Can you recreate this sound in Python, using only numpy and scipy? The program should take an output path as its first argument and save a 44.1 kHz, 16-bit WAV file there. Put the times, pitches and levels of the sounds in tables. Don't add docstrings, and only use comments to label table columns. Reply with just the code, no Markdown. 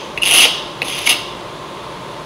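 import sys
import numpy as np
from scipy import signal
from scipy.fft import rfft, irfft, next_fast_len
from scipy.io import wavfile
from scipy.ndimage import uniform_filter1d, minimum_filter1d, map_coordinates

SR = 44100
rng = np.random.default_rng(int(sys.argv[2]) if len(sys.argv) > 2 else 0)


def wav_record(signal):
    frames = np.transpose(np.atleast_2d(signal))
    bounded = np.clip(frames, -1, 1)
    quanta = np.round(bounded * 32767).astype(np.int16)
    wavfile.write(sys.argv[1], SR, quanta)


N = 99225
T = np.arange(N) / SR
KNOCK_ATTACK_S = 0.00042

# frequency in Hz, relative level in dB.
RASP_SPECTRUM = [(100, -63), (900, -36.5), (1600, -31.5), (2000, -5.5), (2280, -4.5), (2500, -1.5),
                 (2900, -1), (3400, -0.5), (4150, -13.5), (4700, -10), (5200, -9), (5600, -19), (6100, -6),
                 (6600, -11.5), (7200, -24), (7800, -27), (9000, -43)]
# frequency in Hz, relative level in dB.
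EDGE_SPECTRUM = [(6500, -34), (7600, -26), (8100, -14), (8450, -5.5), (8750, -6), (9150, -10), (9650, 0.5),
                 (10150, 5), (10450, -1), (10750, 5), (11200, -6), (11650, -4.5), (12250, -18),
                 (13100, -24), (13750, -11), (14400, -18), (15700, -20)]


def pull(envelopes, chatter_depth, slips_per_s, attack_s=0.0072, release_s=0.016):
    # frequency in Hz, relative level in dB.
    board_spectrum = [(40, -36), (100, -8), (200, -31), (260, 0), (480, -7.5), (780, 1), (1000, -4),
                      (1220, -0.5), (1500, -7.5), (2200, -32)]
    times, *levels_db = np.transpose(envelopes)
    rasp_gain, body_gain, edge_gain, ring_gain = [from_db(np.interp(T, times, db)) for db in levels_db]
    contact = np.exp(np.minimum(T - times[0], 0) / attack_s - np.maximum(T - times[-1], 0) / release_s)
    friction = contact * stick_slip(chatter_depth, slips_per_s)
    tearing = friction * fibres()
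    rasp = from_db(-0.5) * colour(tearing * rasp_gain, RASP_SPECTRUM)
    body = from_db(-3) * colour(tearing * body_gain, board_spectrum)
    edge = from_db(0.5) * colour(tearing * edge_gain, EDGE_SPECTRUM)
    return rasp + body + edge + friction * ring_gain * blade_ring() + contact * splinters()


def stick_slip(depth, slips_per_s, jitter=0.22, spread_db=3.3):
    timing, strength = rng.standard_normal((900, 2)).T
    starts = np.cumsum(np.exp(jitter * timing)) / slips_per_s
    cycle = np.interp(T, starts, np.arange(len(starts)))
    surges = rms_one(np.sin(np.pi * cycle) ** 4 * from_db(spread_db * strength[cycle.astype(int)]))
    return rms_one(1 - depth + depth * surges)


def fibres(per_s=11000, spread_db=3.5):
    sizes = from_db(spread_db * np.minimum(rng.exponential(1, N), 4))
    clicks = sizes * rng.choice([-1, 1], N)
    return rms_one(clicks * (rng.random(N) < per_s / SR))


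def blade_ring():
    # frequency in Hz, bandwidth in Hz, relative level in dB.
    blade_modes = [(2787, 176, 7), (6100, 530, -32), (10300, 380, -31), (11160, 170, -13)]
    ring = 0
    for hz, width_hz, db in blade_modes:
        swing = resonate(rng.standard_normal(N), hz, width_hz)
        phase = np.angle(signal.hilbert(swing))
        ring += from_db(db) * np.cos(phase)
    return rms_one(ring)


def splinters(per_s=30, decay_s=0.0012):
    snaps = (rng.random(N) < per_s / SR) * rng.uniform(0.54, 1, N)
    bursts = signal.lfilter([1], [1, -np.exp(-1 / (decay_s * SR))], snaps + 1e-18)
    return from_db(-23) * colour(bursts * fibres(), EDGE_SPECTRUM)


def catches():
    # peak time in seconds, peak level in dB, half length in seconds,
    # pitch in Hz, grit relative to the peak in dB.
    squeaks = [(.1845,-18,0.0044,2740,-25), (.2195,-17,0.0023,2860,-19), (0.2238,-8.5,0.0025,2840,-15.5),
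               (0.229,-13.5,0.0026,2600,-32), (.2338,-0.5,0.0014,2750,-19.5), (0.2628,-8.5,0.002,2870,-34),
               (0.312,-4.5,0.0011,3040,4), (0.34,-2.5,.001,3000,1.5), (0.3512,-3,0.0006,2740,-1),
               (.360,-3.5,0.0013,2740,0), (0.381,-1,0.0015,2880,-23), (0.383,0,.0026,2910,-15),
               (0.3956,0,0.0015,2960,-20), (0.4082,-0.5,0.0028,2710,-7), (.8235,-29,0.0014,2650,-23),
               (.829,-17.5,0.0021,2800,-11), (.9905,-15.5,0.0013,2870,-2.5), (1.075,-3,0.0018,2254,-16),
               (1.1025,-1,0.00054,2640,-20), (1.129,-12,0.0045,2720,-26)]
    tone, friction = 0, 0
    for peak_s, db, half_s, hz, grit_db in squeaks:
        swell = from_db(db) * np.exp(-np.minimum(((T - peak_s) / half_s) ** 2, 20))
        tone += swell * np.sin(2 * np.pi * hz * (T - peak_s))
        friction += from_db(grit_db) * swell
    grit = friction * fibres()
    return tone + colour(grit, RASP_SPECTRUM) + from_db(-1) * colour(grit, EDGE_SPECTRUM)


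def knocks(contact_s=0.0034):
    # start in seconds, then relative levels in dB of ring, contact noise and thump.
    hits = [(.1755, -5, -22, -37), (.2710, -10, -19, -19.5), (.4515, -16, -16, -12),
            (.8180, -2, -15, -15.5), (.8815, -20, -26, -23), (.982, -17, -16.5, -35)]
    # frequency in Hz, relative level in dB.
    clack_spectrum = [(40, -58), (300, -35), (700, -7), (1100, -13), (1500, -16), (1950, -10), (2600, -0.5),
                      (3100, -11), (3700, -2), (4700, -8), (5700, -21), (6300, -15), (7300, -32),
                      (10000, -19), (12500, -24), (15500, -31)]
    # frequency in Hz, relative level in dB, seconds to fall 60 dB.
    scraper_modes = [(1980, -11.5, 0.02), (2220, -9.5, 0.017), (2557, -4, 0.025), (2820, -11, 0.019),
                     (3460, -23, .014)]
    # frequency in Hz, relative level in dB, seconds to fall 60 dB.
    board_modes = [(274, -20, 0.22), (484, -6.5, 0.044), (623, -10, 0.077), (780, -7.5, .04),
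                   (904, -11.5, 0.2), (1186, -20, 0.058)]
    force, rings = 0, 0
    for start_s, ring_db, noise_db, thump_db in hits:
        attack = np.clip((T - start_s) / KNOCK_ATTACK_S, 0, 1)
        force += from_db(noise_db) * attack * np.exp(-np.abs(T - start_s) / contact_s)
        rings += from_db(ring_db) * struck(scraper_modes, start_s)
        rings += from_db(thump_db) * struck(board_modes, start_s)
    clack = from_db(0.5) * colour(force * rng.choice([-1, 1], N), clack_spectrum)
    return rings + clack


def struck(modes, start_s):
    age = np.maximum(T - start_s, 0)
    ring = 0
    for k, (hz, db, t60) in enumerate(modes):
        decay = from_db(db - np.minimum(60 * age / t60, 200))
        ring += (-1) ** k * decay * np.sin(2 * np.pi * hz * age)
    return ring * np.clip(age / KNOCK_ATTACK_S, 0, 1)


def workshop(sound, t60_s, treble_t60_s=0.37, onset_s=0.0066):
    # delay in seconds, level in dB.
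    echoes = [(.0042, -13), (.0075, -37), (.0105, -15.5)]
    # frequency in Hz, gain in dB.
    reverb_eq = [(200, -5.5), (600, -7), (1500, -8), (2500, -17.5), (3400, -6.5), (5000, -5.5), (6500, -11),
                 (8500, -8), (10500, -15), (15000, -9)]
    # frequency in Hz, relative level in dB.
    resonances = [(2146, -35), (2367, -29), (2594, -28), (2724, -18), (2829, -20.5), (2953, -43),
                  (3348, -23), (3599, -19)]
    noise = rng.standard_normal(N)
    lows = signal.sosfiltfilt(signal.butter(2, 6500, fs=SR, output="sos"), noise)
    tail = lows * from_db(-60 * T / t60_s) + (noise - lows) * from_db(-60 * T / treble_t60_s)
    tail *= 1 - np.exp(-(T / onset_s) ** 2)
    reverb = signal.fftconvolve(sound, tail / np.sqrt(np.sum(tail ** 2)))[:N]
    near = sum(from_db(db) * np.interp(T - delay_s, T, sound, left=0) for delay_s, db in echoes)
    lingering = sum(from_db(db) * resonate(sound, hz, width_hz=3.8) for hz, db in resonances)
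    return near + colour(reverb, reverb_eq, keep_power=False) + from_db(-15.5) * lingering


def opening_tail(t60_s):
    return from_db(-34 - 60 * T / t60_s) * colour(rng.standard_normal(N), RASP_SPECTRUM)


def fan(waver=0.19):
    # frequency in Hz, relative level in dB.
    rush_spectrum = [(15, -58), (25, -26), (53, -8.5), (86, -15), (134, -4), (248, -8.5), (262, -14),
                     (281, -6), (353, -4), (530, -5.5), (579, -4), (782, -11), (869, -7), (1070, -5),
                     (1700, -19), (2210, -52), (3740, -120)]
    # frequency in Hz, relative level in dB.
    hiss_spectrum = [(1000, -28.5), (1700, -2.5), (1880, -3), (2050, -1.5), (2180, -2), (2480, -3),
                     (2780, -2), (3130, -1.5), (3370, 0), (4450, -7.5), (5760, -14), (6260, -12.5),
                     (6930, -16), (8260, -19.5), (10600, -17.5), (12300, -29), (15500, -30)]
    # frequency in Hz, relative level in dB.
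    hum_tones = [(59.5, -60), (121, -48.5), (150, -46), (179.5, -48.5), (290.7, -46.5), (355.6, -40.5),
                 (570.6, -46.5), (598, -44.5), (898, -40), (958, -47.5), (1045, -38), (1136, -45.5)]
    hum = 0
    for hz, db in hum_tones:
        level = from_db(db) * (1 + waver * drift(7.13))
        phase = 2 * np.pi * (hz * T + rng.random()) + waver * drift(5.85)
        hum += level * np.sqrt(2) * np.sin(phase)
    rush = from_db(-31.5) * colour(rng.standard_normal(N), rush_spectrum)
    hiss = from_db(-38) * colour(rng.standard_normal(N), hiss_spectrum)
    return rush + hiss + from_db(-2.5) * hum


def from_db(db):
    return 10 ** (np.asarray(db) / 20)


def rms_one(x):
    return x / np.sqrt(np.mean(x ** 2) + 1e-20)


def colour(x, points, keep_power=True):
    size = 2 * next_fast_len(N)
    hz, db = np.transpose(points)
    bins_hz = np.linspace(1, SR / 2, size // 2 + 1)
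    gain = from_db(np.interp(np.log(bins_hz), np.log(hz), db))
    cepstrum = irfft(np.log(rms_one(gain) if keep_power else gain))
    cepstrum[1:size // 2] *= 2
    cepstrum[size // 2 + 1:] = 0
    return irfft(rfft(x, size) * np.exp(rfft(cepstrum)))[:N]


def resonate(x, hz, width_hz):
    radius = np.exp(-np.pi * width_hz / SR)
    feedback = [1, -2 * radius * np.cos(2 * np.pi * hz / SR), radius ** 2]
    return np.sqrt((1 - radius ** 2) / 2) * signal.lfilter([1, 0, -1], feedback, x + 1e-18)


def drift(knots_per_s):
    return map_coordinates(rng.standard_normal(1024), [T * knots_per_s], mode="wrap")


def scene(room_t60_s=0.73, lowest_hz=189):
    # time in seconds, then relative levels in dB of rasp,
    # board body, edge sizzle and blade ring.
    hard_pull = [(.239,-23,-41,-28,-19), (.251,-23,-42,-34,-26), (.259,-19.5,-34,-23.5,-31),
                 (.271,-18,-28,-23,-17), (.291,-19.5,-38,-19.5,-19), (.311,-17.5,-23,-23,-21),
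                 (.357,-14.5,-21.5,-16.5,-14), (.384,-15.5,-19.5,-16.5,-14), (.403,-15,-31,-20,-12),
                 (.422,-7.5,-19,-17,-15), (.446,-9.5,-17.5,-16,-8), (.455,-11.5,-20.5,-27,-16.5)]
    light_pull = [(.850,-29,-36,-34,-46), (.866,-30,-34,-39,-40), (.886,-24,-30,-31,-37),
                  (.915,-26.5,-48,-37.5,-32.5), (1.03,-27.5,-34,-38,-33), (1.058,-24,-53,-41,-37),
                  (1.067,-18,-33,-17,-18), (1.076,-10,-20,-23,-15), (1.085,-30,-26,-37,-31),
                  (1.094,-8.5,-24.5,-13,-36), (1.110,-12,-22,-19.5,-18), (1.126,-23.5,-24,-35,-17)]
    scraper = pull(hard_pull, chatter_depth=0.48, slips_per_s=180)
    scraper += pull(light_pull, chatter_depth=0.19, slips_per_s=210)
    scraper += catches() + knocks()
    scraper = signal.sosfilt(signal.butter(4, lowest_hz, "high", fs=SR, output="sos"), scraper)
    return (scraper + workshop(scraper, room_t60_s) + opening_tail(room_t60_s) + fan())[None]


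def record(dry, ceiling=1.0, window_s=0.0007, cutoff_hz=15750):
    window = int(window_s * SR)
    needed_gain = ceiling / np.maximum(np.abs(dry), ceiling)
    gain = uniform_filter1d(minimum_filter1d(needed_gain, window), window)
    low_pass = signal.firwin(801, cutoff_hz, fs=SR)
    return signal.fftconvolve(dry * gain, low_pass[None], mode="same")


dry = scene()
out = record(dry)
wav_record(out)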